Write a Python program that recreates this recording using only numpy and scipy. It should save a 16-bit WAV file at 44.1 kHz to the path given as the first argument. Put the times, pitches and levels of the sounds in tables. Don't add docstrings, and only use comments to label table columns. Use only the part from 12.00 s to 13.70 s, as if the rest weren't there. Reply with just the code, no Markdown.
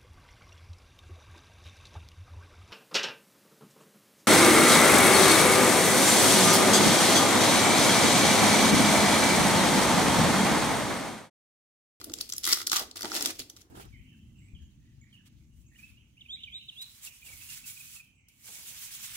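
import sys
import numpy as np
from scipy import signal
from scipy.fft import rfft, irfft, next_fast_len
from scipy.io import wavfile
from scipy.ndimage import uniform_filter1d

SR = 44100
rng = np.random.default_rng(int(sys.argv[2]) if len(sys.argv) > 2 else 0)


def dump(signal):
    limited = np.clip(np.atleast_2d(signal).T, -1, 1)
    pcm = np.round(limited * 32767).astype(np.int16)
    wavfile.write(sys.argv[1], SR, pcm)


N = 74970


def snaps():
    # start_s, level_db, ring_hz, ring_db, hollow_db, sizzle_db, flutter_db (relative levels)
    buckles = [(0.0146, -45.5, 4510, 6, -1, -5, -7), (0.0435, -38.5, 5235, -5.5, -15, 6, -1.5),
               (0.0983, -44, 4910, 0.5, -7, -15, 1), (0.1197, -46, 5800, -5, -16, -2, -9),
               (0.1385, -29, 7260, -1, -24.5, -6, -8), (0.1868, -39, 4840, 0, -18, -12, -17),
               (0.2071, -41, 5570, 0, -10, -7, -5), (0.2104, -30.5, 4338, 4.5, -22, -10, 1),
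               (0.2125, -33, 4000, -13, -36, 2, -3), (0.2928, -38.5, 4300, -8, -44, -0.5, 11),
               (0.3, -35, 7100, -10, -23, -3, -4), (0.324, -32.5, 6010, 7, -17, -5, 11),
               (0.336, -36, 7560, 6.5, -11.5, -6, 10), (0.3659, -48, 6040, 13, -21, 9, 8),
               (0.3819, -34.5, 5125, 2, -27, 5.5, -5), (0.436, -33.5, 5360, -3, -39, -7, -3),
               (0.4426, -24, 5070, -8, -24, -14, 1), (0.4531, -23, 5480, -8, -24, -3.5, 11),
               (0.466, -27.5, 7600, -11, -13.5, 0, 5), (0.4755, -26, 4920, -15, -4.5, 1, 1),
               (0.4909, -29.5, 5240, -4, -6.5, 2, -4), (0.527, -23, 4860, 9, -12, -3, 0),
               (0.5318, -18.5, 5300, 4, -15, -13, -14), (0.5734, -37.5, 4870, -5, -1, 1, -14),
               (0.6044, -42, 4900, -6, 3.5, -21, -9), (0.617, -34.5, 4970, -13, -7.5, -21, -2),
               (0.668, -35, 5650, 6, -22, -20, 7), (0.6709, -23.5, 5110, 0.5, -28, -3, 13),
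               (0.6778, -38.5, 4670, 5, -2.5, 7.5, -3), (0.6983, -26.5, 4940, -12, -39, -17.5, 3),
               (0.7179, -19, 5335, -7.5, -11.5, -7.5, -1), (0.7312, -22, 5340, -11.5, -4, -5.5, -9),
               (0.7606, -24, 5320, -21, -12, -7, 6), (0.7666, -21.5, 4860, -4, -13.5, -11, -4.5),
               (0.7954, -32.5, 4826, 3.5, -22, 1.5, 1), (0.9131, -42, 4166, 1.5, -22, -11, -4),
               (0.9596, -42.5, 4810, 1, -5, -3, -24), (0.9709, -37, 4660, -3, -38, -3.5, -8),
               (0.9929, -44, 4870, -4, -4.5, -8, -20), (1.0096, -41, 5170, 6, 0.5, 4.5, -5),
               (1.0209, -33, 4590, 0.5, -30, -4, 2), (1.0311, -30.5, 5370, -13, -9.5, -7.5, -2),
               (1.0467, -38, 4560, 6, 1, -23, -1), (1.055, -37, 3260, 3.5, 0.5, -7, -8),
               (1.118, -36.5, 5270, 5.5, 3, -22, 6), (1.1455, -34.5, 5510, -5, -8, 2, 4),
               (1.1515, -29.5, 4990, 1.5, -26, -2, -2.5), (1.165, -25, 4010, -3, -21, -9.5, -9),
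               (1.2099, -30, 5200, -1, -9, -5, -2.5), (1.225, -25.5, 5230, -14, -21, -1, -6.5),
               (1.251, -33.5, 4600, 2, -35, -14, 5), (1.2591, -20.5, 7360, -4.5, -17.5, -3.5, -11),
               (1.263, -28.5, 5980, -7, -39, -2.5, -12), (1.3097, -38.5, 5750, -5, -13, 0.5, -1.5),
               (1.394, -33, 7750, -18, -25, -4, -8.5), (1.4008, -40, 4770, 7.5, -47, -21, -2),
               (1.419, -49.5, 3760, 7.5, -6, -8.5, -6), (1.4998, -40, 6140, -1, -21.5, -3.5, 2),
               (1.5661, -48.5, 5560, -1, -16, -8.5, 3.5), (1.5712, -49.5, 4800, -9.5, -11, -4.5, -5),
               (1.6135, -57.5, 6900, 0, -11.5, 0, -1), (1.6177, -56, 6070, 5.5, -16, -7, -17)]
    # frequency_hz, gain_db
    body_colour = [(1500, -24), (2300, -15.5), (2850, -8.5), (3250, -1.5), (4200, -1), (5500, 1), (6700, 0),
                   (7500, -1), (9000, -10), (14000, -30)]
    sizzle_colour = [(5000, -35), (8500, -8.5), (10200, 2), (11300, 2), (12600, 0), (14000, -0.5),
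                     (15800, -6.5)]
    # pitch_hz, level_db, decay_s
    pouch_modes = [(347, -10.5, 0.0076), (640, -9.5, 0.0006), (860, -9, 0.0015), (1235, -1, 0.003),
                   (1422, 1.5, 0.0026), (1975, -1, 0.0023)]
    rise_s, crack_s, flutter_rise_s, flutter_s = .00018, .0004, .0015, .003
    ring_s, wander_hz, spread_turns = .0019, 500, .1
    lead, size, span_s = 256, 2048, .004
    t = (np.arange(size) - lead) / SR
    fade = lambda rise, fall: np.exp(np.minimum(t, 0) / rise - np.maximum(t, 0) / fall)
    stereo_phase = lambda: rng.random() + spread_turns * rng.standard_normal((2, 1))
    out = np.zeros((2, N + 2 * size))
    for start_s, level_db, ring_hz, ring_db, hollow_db, sizzle_db, flutter_db in buckles:
        envelope = np.hypot(fade(rise_s, crack_s), amp(flutter_db) * fade(flutter_rise_s, flutter_s))
        body, sizzle = envelope * rng.standard_normal((2, 2, size))
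        pouch = sum(amp(db) * fade(rise_s, decay_s) * np.sin(2 * np.pi * (hz * t + stereo_phase()))
                    for hz, db, decay_s in pouch_modes)
        wander = unit(uniform_filter1d(rng.standard_normal((2, size)), size=14))
        pitch_hz = ring_hz + wander_hz * wander
        facet = fade(rise_s, ring_s) * np.sin(2 * np.pi * np.cumsum(pitch_hz, axis=1) / SR)
        ring = filtered(facet, lambda hz: amp(along(body_colour, hz)))
        snap = (coloured(body, body_colour)
                + amp(ring_db - 1) * unit(ring)
                + amp(hollow_db + 1) * unit(pouch)
                + amp(sizzle_db + 1) * coloured(sizzle, sizzle_colour))
        start = round(start_s * SR)
        out[:, start:start + size] += amp(level_db - 2.5) * np.sqrt(span_s * SR / size) * snap
    return out[:, lead:lead + N]


def crackle():
    # time_s, level_db
    pinch = [(0, -53), (.13, -62), (.2, -47), (.22, -48), (.27, -56.5), (.32, -56), (.35, -55.5),
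             (.43, -55), (.44, -69)]
    rip = [(.43, -47), (.445, -44), (.47, -31.5), (.5, -28), (.535, -24.5), (.56, -40), (.59, -37),
           (.618, -36.5), (.635, -49)]
    pull = [(.69, -74), (.715, -39.5), (.725, -25.5), (.752, -33), (.77, -25.5), (.8, -36), (.83, -41.5),
            (.86, -80), (.91, -75)]
    peel = [(.952, -67), (.962, -39.5), (1.02, -50), (1.055, -43.5), (1.1, -43.5), (1.13, -38),
            (1.16, -31.5), (1.195, -35.5), (1.23, -37), (1.265, -36.5), (1.31, -37.5), (1.33, -56)]
    settle = [(1.32, -69), (1.36, -48), (1.38, -61), (1.397, -37), (1.42, -48.5), (1.455, -66),
              (1.54, -68.5), (1.615, -57), (1.65, -79), (1.7, -97)]
    # frequency_hz, gain_db
    light_colour = [(300, 3), (1000, -17), (2400, -3), (3300, -1), (5500, -3), (9000, -7), (15800, -9.5)]
    rip_colour = [(120, -16), (320, -12), (600, -20), (1000, -14.5), (1300, -1.5), (1650, -10), (2000, -1),
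                  (2600, -8.5), (3700, 1), (5600, -2), (7000, -4), (9000, -7.5), (12000, -6), (15800, -8.5)]
    pull_colour = [(120, -53), (320, -10), (550, -19), (800, 2.5), (1000, -2), (1230, 7.5), (1700, -2),
                   (2400, -1), (3300, 6), (5400, 3.5), (6800, 1.5), (9000, -2.5), (15800, -3.5)]
    peel_colour = [(150, -18), (400, -8), (800, -1), (1050, -4.5), (1400, -4.5), (1700, -2.5), (2600, -1.5),
                   (3500, 0.5), (5400, 2), (7000, -1), (9000, -4), (15800, -9.5)]
    buckles_per_s, spread_db, decay_s = 2200, 4.5, .0013
    t = np.arange(SR // 100) / SR
    out = np.zeros((2, N))
    for effort, colour in [(pinch, light_colour), (rip, rip_colour), (pull, pull_colour),
                           (peel, peel_colour), (settle, light_colour)]:
        struck = rng.random(N) < buckles_per_s / SR
        sizes = struck * amp(spread_db * np.clip(rng.standard_normal(N), -2, 2))
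        tail_power = np.abs(signal.fftconvolve(sizes ** 2, np.exp(-2 * t / decay_s))[:N])
        clicks = sizes * rng.choice([-1, 1], (2, N))
        tails = np.sqrt(tail_power) * rng.standard_normal((2, N))
        out += level(effort) * coloured(unit(clicks) + unit(tails), colour)
    return out


def wrapper_resonance(x):
    # centre_hz, bandwidth_hz, gain_db
    modes = [(1107, 13, -5), (1193, 13, -35), (1368, 20, -6), (2022, 21, -5), (3477, 15, -15),
             (4780, 29, -10.5), (5373, 45, -10), (5405, 35, -4.5), (7560, 31, -16.5)]
    resonator = lambda f, hz, width: 1j * f * width / (hz ** 2 - f ** 2 + 1j * f * width)
    return filtered(x, lambda f: 1 + sum(amp(db) * resonator(f, hz, width) for hz, width, db in modes))


def handling():
    # time_s, level_db
    rub = [(0, -54.5), (.06, -60.5), (.076, -45.5), (.135, -54), (.16, -56), (.22, -54.5), (.28, -81),
           (.68, -58.5), (.712, -54), (.724, -47.5), (.75, -67), (.82, -54), (.87, -56), (.94, -65),
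           (1.03, -58), (1.048, -38), (1.075, -49.5), (1.2, -45.5), (1.29, -46), (1.335, -62),
           (1.375, -79.5), (1.396, -56.5), (1.45, -64.5), (1.7, -76)]
    # centre_s, level_db, width_s
    slides = [(0.813, -41.5, 0.016), (1.053, -40, 0.012), (1.183, -49, 0.043)]
    bumps = [(.11, -55, 0.02), (.84, -61.5, 0.042), (1.396, -62.5, 0.0091)]
    # frequency_hz, gain_db
    rub_colour = [(60, -53), (170, -18), (240, -2), (300, 1), (380, -3), (480, -10.5), (800, -19.5),
                  (2000, -40.5)]
    slide_colour = [(250, -6.5), (480, 0), (800, 7.5), (1100, -4), (2200, -5), (5000, -53)]
    bump_colour = [(30, -13), (60, -2), (100, 0), (170, -19), (400, -35)]
    t = np.arange(N) / SR
    swells = lambda rows: sum(amp(db) * np.exp(-((t - s) / width) ** 2 / 2) for s, db, width in rows)
    return (level(rub) * noise(rub_colour)
            + swells(slides) * noise(slide_colour)
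            + swells(bumps) * noise(bump_colour))


def reverberation(x):
    # frequency_hz, t60_s
    decay_times = [(200, 0.2), (1000, 0.32), (4500, 0.3), (15000, .24)]
    build_up_s = .0049
    white = noise([(1000, 0)])[:, :SR // 2]
    hz, t, spectrum = signal.stft(white, SR, nperseg=256)
    decay = amp(-60 * t / along(decay_times, hz)[:, None])
    tail = signal.istft(spectrum * decay, SR, nperseg=256)[1]
    tail *= 1 - np.exp(-(np.arange(tail.shape[1]) / SR / build_up_s) ** 2)
    return signal.fftconvolve(x, tail / np.linalg.norm(tail[0]), axes=1)[:, :N]


def room_hum():
    # frequency_hz, gain_db
    hum_colour = [(20, -51), (50, -8.5), (81, -3), (115, -4), (165, -25.5), (290, -10), (500, -26.5),
                  (1000, -28), (4000, -38.5), (15000, -46)]
    return noise(hum_colour)


def coloured(pair, colour):
    # frequency_hz, correlation
    likeness = [(60, 0.95), (400, 0.85), (800, 0.78), (1300, -0.92), (1800, -0.34), (5500, 0.35),
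                (9000, 0.16)]
    angle = lambda hz: np.arccos(np.clip(along(likeness, hz), -1, 1)) / 2
    mid, side = filtered(pair, lambda hz: amp(along(colour, hz)) * [np.cos(angle(hz)), np.sin(angle(hz))])
    return unit(np.array([mid + side, mid - side]))


def noise(colour):
    return coloured(rng.standard_normal((2, N)), colour)


def filtered(x, response):
    n = x.shape[-1]
    padded = next_fast_len(2 * n)
    return irfft(rfft(x, padded) * response(np.fft.rfftfreq(padded, 1 / SR)), padded)[..., :n]


def level(points):
    s, db = np.transpose(points)
    return amp(np.interp(np.arange(N) / SR, s, db, left=-np.inf, right=-np.inf))


def along(points, hz):
    frequencies, values = np.transpose(points)
    return np.interp(np.log(hz + 1), np.log(frequencies + 1), values)


def amp(db):
    return 10 ** (np.asarray(db) / 20)


def unit(x):
    return x / np.sqrt(np.mean(x ** 2) + 1e-20)


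def scene():
    reverb_db, hum_db = -11.5, -63.5
    direct = wrapper_resonance(snaps() + crackle()) + handling()
    return direct + amp(reverb_db) * reverberation(direct) + amp(hum_db) * room_hum()


def record(dry):
    # frequency_hz, left_over_right_db
    balance = [(100, 0.5), (400, -1.5), (750, 0.5), (1000, 0.5), (1200, -7), (1450, -5), (1800, -1.5),
               (2600, 2), (3700, -2.5), (5000, 3.5), (7300, -2.5), (8500, 2.5), (11500, -4), (15000, 5.5)]
    lag_s, top_hz = .00011, 15900
    sides = np.array([[.5], [-.5]])
    ports = lambda hz: amp(sides * along(balance, hz)) * np.exp(2j * np.pi * hz * sides * lag_s)
    return filtered(dry, lambda hz: ports(hz) * (hz < top_hz))


dry = scene()
out = record(dry)
dump(out)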